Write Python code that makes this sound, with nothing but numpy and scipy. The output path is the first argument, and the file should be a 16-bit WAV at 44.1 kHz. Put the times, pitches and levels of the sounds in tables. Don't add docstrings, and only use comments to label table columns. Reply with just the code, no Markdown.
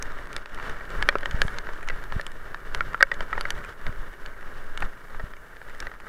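import sys
import numpy as np
from scipy import signal
from scipy.fft import rfft, irfft
from scipy.io import wavfile
from scipy.ndimage import uniform_filter1d

SR = 44100
rng = np.random.default_rng(int(sys.argv[2]) if len(sys.argv) > 2 else 0)


def transcribe(u):
    v = np.clip(np.atleast_2d(u).T, -1, 1)
    q = np.round(v * 32767).astype(np.int16)
    wavfile.write(sys.argv[1], SR, q)


N = 268436
T = np.arange(N) / SR

# (time [s], level of the thump [dB], swing as a share of the thump [ratio])
FRAME_JOLTS = [(1.048, -31, 0.24), (1.346, -18, 0.3), (1.452, -19.5, 0.62), (2.165, -19, 0.82),
               (3.601, -38, 0.32), (3.893, -26, 1.1), (5.24, -29, 1.4)]


def undb(db):
    return 10 ** (np.asarray(db) / 20)


def unit(x):
    return x / np.sqrt(np.mean(x ** 2))


def bell(at_s, half_s):
    return np.exp(-((T - at_s) / half_s) ** 2 / 2)


def walk(rate):
    hold = max(int(SR / rate), 2)
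    steps = np.repeat(rng.standard_normal(N // hold + 1), hold)
    return unit(uniform_filter1d(steps, hold))[:N]


def colour(x, points):
    hz, db = np.transpose(points)
    f = np.maximum(np.fft.rfftfreq(N, 1 / SR), 1)
    gain = undb(np.interp(np.log(f), np.log(hz), db))
    return unit(irfft(rfft(x) * gain, N))


def grit(per_s, spread_db):
    size = undb(spread_db * np.minimum(rng.exponential(size=N), 5))
    struck = rng.random(N) < per_s / SR
    return unit(struck * size * rng.choice([-1, 1], N))


def rumble(shake_db, sway_db, buffet_db=2):
    # (frequency [Hz], relative level [dB])
    rumble_spectrum = [(3, -11), (7, 9), (12, 10), (17, 1), (25, -1), (40, -0.5), (70, -19), (140, -20.5),
                       (250, -35.5), (600, -62)]
    noise = colour(rng.standard_normal(N), rumble_spectrum)
    sway = signal.sosfiltfilt(signal.butter(4, 20, fs=SR, output="sos"), noise)
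    buffeting = unit(noise - sway) * undb(shake_db + buffet_db * walk(rate=39))
    return unit(sway) * undb(sway_db) + buffeting


def jolts(width_s=0.0018, settle_s=0.021):
    out = np.zeros(N)
    for s, db, rebound in FRAME_JOLTS:
        t = T - s
        swing = -np.tanh(2 * (t - width_s) / width_s) * np.exp(-np.abs(t) / settle_s)
        thump = np.exp(-(t / width_s) ** 2)
        out += undb(db) * (thump + .5 * rebound * swing)
    return out


def wet_hiss(load_db, level_db=-64, per_load=1, full_load_db=1):
    return undb(level_db + per_load * np.minimum(load_db, full_load_db)) * rng.standard_normal(N)


def case_gain(hz, detune=0.042, uneven_db=4):
    # (frequency [Hz], level [dB], t60 [s]), before the random variation
    case_modes = [(413, -10, 0.022), (572, -0.5, 0.038), (770, -23.5, 0.036), (920, -3, 0.0094),
                  (1305, -1, 0.033), (1565, -4, 0.017), (1815, 1, 0.021), (2277, -4.5, 0.027),
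                  (2940, -4, 0.0091), (3550, -10, 0.0072), (4480, -14.5, 0.015), (5620, -18.5, 0.0052),
                  (6900, -8.5, 0.0056), (7900, -12, 0.0027), (10230, -14.5, 0.0019)]
    centre, db, t60 = np.transpose(case_modes)[:, :, None]
    pitch, size = rng.standard_normal((2, len(case_modes), 1))
    centre = centre * (1 + detune * pitch)
    q = np.pi * centre * t60 / np.log(1000)
    detuning = q * (hz / centre - centre / hz)
    mode_power = undb(db + uneven_db * size) ** 2 / (1 + detuning ** 2)
    return np.sqrt(np.sum(mode_power, axis=0))


def ringing(gain):
    cepstrum = irfft(np.log(gain + 1e-9))
    half = len(cepstrum) // 2
    cepstrum[1:half] *= 2
    cepstrum[half + 1:] = 0
    return np.exp(rfft(cepstrum))


def bending(hz, lag_s=0.000346, at_hz=1500):
    return np.exp(-4j * np.pi * lag_s * np.sqrt(at_hz * hz))


def strike(levels_db, chatter_ms, size=2048, rebound=0.65, crumble=0.27, crumble_s=0.0014,
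           crumble_hz=2400, tick_top_hz=11600):
    # (low edge [Hz], high edge [Hz])
    registers = [(300, 1000), (1000, 2400), (2400, 6000), (6000, 16000)]
    hz = np.maximum(np.fft.rfftfreq(size, 1 / SR), 1)
    gain = case_gain(hz) / np.sqrt(1 + (hz / tick_top_hz) ** 12)

    lag, force = rng.random((2, 4, 1))
    delay_s = (np.arange(4)[:, None] + lag) / 4 * chatter_ms / 1000
    force = rebound * (.5 + force) * np.sign(rng.standard_normal(force.shape)) * (chatter_ms > 1)
    touches = np.sum(force * np.exp(-2j * np.pi * hz * delay_s), axis=0)
    sand = rfft(crumble * rng.standard_normal(size) * np.exp(-T[:size] / crumble_s))
    contact = 1 + touches + sand / (1 + (crumble_hz / hz) ** 2)

    power = np.abs(gain * contact) ** 2 * 2 / size / (SR / 100)
    lift_db = []
    for db, (lo, hi) in zip(levels_db, registers):
        present_db = 10 * np.log10(power[(hz >= lo) & (hz < hi)].sum())
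        lift_db.append(db - present_db)
    corners = np.ravel(np.array(registers) * [1.2, 1 / 1.2])
    gain = gain * undb(np.interp(np.log(hz), np.log(corners), np.repeat(lift_db, 2)))
    return irfft(ringing(gain) * contact * bending(hz))


def blows(rows):
    out = np.zeros(N + SR)
    for s, *levels_db, chatter_ms in rows:
        blow = strike(levels_db, chatter_ms)
        start = max(int((s - .0002) * SR), 0)
        out[start:start + len(blow)] += blow
    return out[:N]


def rattles(tick_db=-20.5):
    # (time [s], knock level [dB], heft: thud over knock [dB],
    # hardness: click over knock [dB], chatter of the contact [ms])
    rattle_table = [(0.5991, -36, -12, -14, .5), (1.1546, -23, -1, -22, 1.96), (1.2318, -34, -7, -13, .5),
                    (1.481, -31, -13, -11.5, .5), (1.6702, -34.5, -20, -21, .5),
                    (1.6899, -33.5, -3.5, -24, .5), (1.899, -28.5, -10.5, -14.5, 7),
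                    (2.1234, -32, -6, -13, .5), (2.1964, -29.5, -8.5, -24, .5),
                    (2.5453, -31, -14.5, -16, .5), (2.8075, -19.5, -24, -21, 0.86),
                    (2.945, -23.5, -14, -24, 1.27), (3.0077, -18, -14, -21, 5.9),
                    (3.0266, -5.5, -16, -22.5, 2.35), (3.116, -21.5, -14.5, -17.5, 3.67),
                    (3.2067, -31, -3, -7.5, 2.8), (3.3293, -23, -15, -23, 5.54),
                    (3.3782, -29, -2.5, -23, 1.9), (3.4535, -25, -14, -24, 2.4),
                    (3.8663, -33.5, -7, -10, 2.74), (4.823, -28.5, -5.5, -12.5, 6),
                    (5.1472, -41, -5, -20, .5), (5.197, -35, -6, -20.5, 8), (5.616, -42.5, -5.5, -19, .5),
                    (5.825, -36.5, -8, -14, 3.1), (5.8694, -33, -10, -14.5, .5), (5.9161, -40, -7, -19, .5)]
    rows = []
    for s, db, heft_db, hardness_db, chatter_ms in rattle_table:
        click_db = db + hardness_db
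        rows.append((s, db + heft_db, db, click_db, click_db + tick_db, chatter_ms))
    return blows(rows)


def stones(thud_db=-11.5, tick_db=-10, tick_per_hardness=1):
    # (time [s], knock level [dB], hardness: click over knock [dB])
    stone_table = [(0.0254, -40.5, 5), (0.33, -48, 2.5), (0.3647, -32, -2), (0.459, -40, -6.5),
                   (0.5464, -51.5, 3), (1.0255, -23.5, -7.5), (1.089, -12.5, -10), (1.185, -41.5, -4),
                   (1.2578, -26, -8.5), (1.3109, -39.5, -1.5), (1.4179, -19, -6), (1.5856, -35, -2.5),
                   (1.8873, -32, -4.5), (2.2125, -40.5, -2), (2.2663, -39.5, 1.2), (2.748, -28.5, -4),
                   (3.1413, -49.5, 1), (3.41, -31, -2.5), (3.5053, -30, -0.1), (4.2615, -41.5, -3.5),
                   (4.7754, -35, -3), (4.8048, -52, 4), (5.3365, -41.5, -15), (5.568, -46, -11),
                   (5.8031, -40, 1.5)]
    rows = []
    for s, db, hardness_db in stone_table:
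        click_db = db + hardness_db
        stone_tick_db = click_db + tick_db + tick_per_hardness * hardness_db
        rows.append((s, db + thud_db, db, click_db, stone_tick_db, 0))
    return blows(rows)


def pebbles(crunch_db, spray_db, count=240, knock_db=-8.5, click_db=-8.5, tick_db=-11,
            strong_db=12.5, hardness_db=11):
    when, weight, hardness, chatter_ms = (rng.random((count, 4)) * [1, 1, 1, 3]).T
    at = (when * N).astype(int)
    force_db = strong_db * weight ** 3
    bright_db = hardness_db * (hardness - .5)
    knock = crunch_db[at] + knock_db + force_db
    click = spray_db[at] + click_db + force_db + bright_db
    tick = click + tick_db + bright_db
    return blows(np.column_stack([T[at], knock - 9, knock, click, tick, chatter_ms]))


def splash(at_s=1.456, width_s=0.044, db=-57, lo_hz=4500, hi_hz=11000):
    band = signal.butter(4, [lo_hz, hi_hz], "band", fs=SR, output="sos")
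    fizz = signal.sosfilt(band, grit(per_s=3300, spread_db=4.5))
    return unit(fizz) * undb(db) * bell(at_s, width_s)


def tyre_load(uneven_db=0.5, rebound_s=0.14, light_s=0.039):
    # (time [s], extra load [dB], half-length [s], unloading on the rebound [dB])
    hump_table = [(0.174, 0, 0.039, 4.5), (0.328, 4, 0.032, 6.5), (0.684, 4.5, 0.035, 1),
                  (0.97, 4.5, 0.063, .5), (1.389, 4.5, 0.058, -2), (1.952, 3.5, 0.056, -2),
                  (2.166, 4.5, 0.032, -0.5), (2.444, 3, 0.029, -0.5), (2.75, 5.5, 0.041, -5.8),
                  (2.944, -1, .04, 3.5), (3.212, 5.5, 0.014, 0.5), (3.36, 3.2, 0.025, 0),
                  (3.628, 2.5, 0.12, 3.5), (3.872, 4.5, 0.031, -2), (4.022, 3, 0.059, 1),
                  (4.242, 3.5, 0.031, 0.7), (4.59, 2, 0.033, -1), (4.835, 7.5, 0.033, -0.5),
                  (5.215, 3.5, 0.08, 2.7), (5.41, 2, 0.025, 1), (5.834, 4.5, 0.044, 3),
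                  (6.08, 2, 0.026, .3)]
    load_db = uneven_db * walk(rate=14)
    for s, press_db, half_s, lift_db in hump_table:
        load_db += press_db * bell(s, half_s)
        load_db -= lift_db * bell(s + rebound_s, light_s)
    return load_db


def tyres(crunch_db, spray_db, patch_db=1.41, spurt_db=1.6):
    # (frequency [Hz], relative level [dB])
    crunch_spectrum = [(120, -4.5), (250, -7.5), (340, -6.5), (420, -1.5), (480, -6), (590, -5), (770, -11),
                       (950, -8), (1100, -5.5), (1300, -2), (1600, -1), (1880, -5.5), (2080, -14),
                       (2300, -13), (2480, -31), (4000, -44)]
    # (frequency [Hz], relative level [dB])
    spray_spectrum = [(1500, -5), (2500, -3), (2900, 3.5), (3250, -3), (3650, -2), (4100, -7.5),
                      (5650, -10), (6300, -13), (10000, -22.5), (16000, -40)]
    patches, spurts = walk(rate=50), walk(rate=80)
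    crunch = colour(grit(per_s=2800, spread_db=1.5), crunch_spectrum)
    spray = colour(grit(per_s=8000, spread_db=-1.0), spray_spectrum)
    crunch = crunch * undb(crunch_db + patch_db * patches)
    return crunch + spray * undb(spray_db + patch_db * patches + spurt_db * spurts)


def scene():
    # (time [s], level [dB])
    track = [(0.0, -43), (0.36, -42), (1.17, -41), (2.4, -47), (3.45, -43.5), (4.17, -48), (4.47, -45.5),
             (5.42, -51), (6.08, -45.5)]
    track_db, load_db = np.interp(T, *np.transpose(track)), tyre_load()
    crunch_db, spray_db = track_db + 0.95, track_db - 14
    rolling = tyres(crunch_db + load_db, spray_db + load_db) + splash()

    shudder_db, shudder_lead_s, shudder_s = 8, 0.021, 0.025
    shudder = shudder_db * sum(bell(s - shudder_lead_s, shudder_s) for s, _, _ in FRAME_JOLTS)
    shake_per_load, sway_per_load = 2.04, 1.8
    shake_db = track_db - 2.5 + shake_per_load * load_db + shudder
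    sway_db = track_db + 11.5 + sway_per_load * load_db
    shaking = jolts() + rumble(shake_db, sway_db)

    knocks = pebbles(crunch_db, spray_db) + stones() + rattles()
    return (rolling + knocks + shaking + wet_hiss(load_db))[None]


def record(dry, ceiling=0.81, top_hz=15600):
    held = dry / (1 + (dry / ceiling) ** 12) ** (1 / 12)
    low_pass = signal.firwin(101, top_hz, fs=SR, window="blackman")
    return signal.fftconvolve(held, low_pass[None], "same")


dry = scene()
out = record(dry)
transcribe(out)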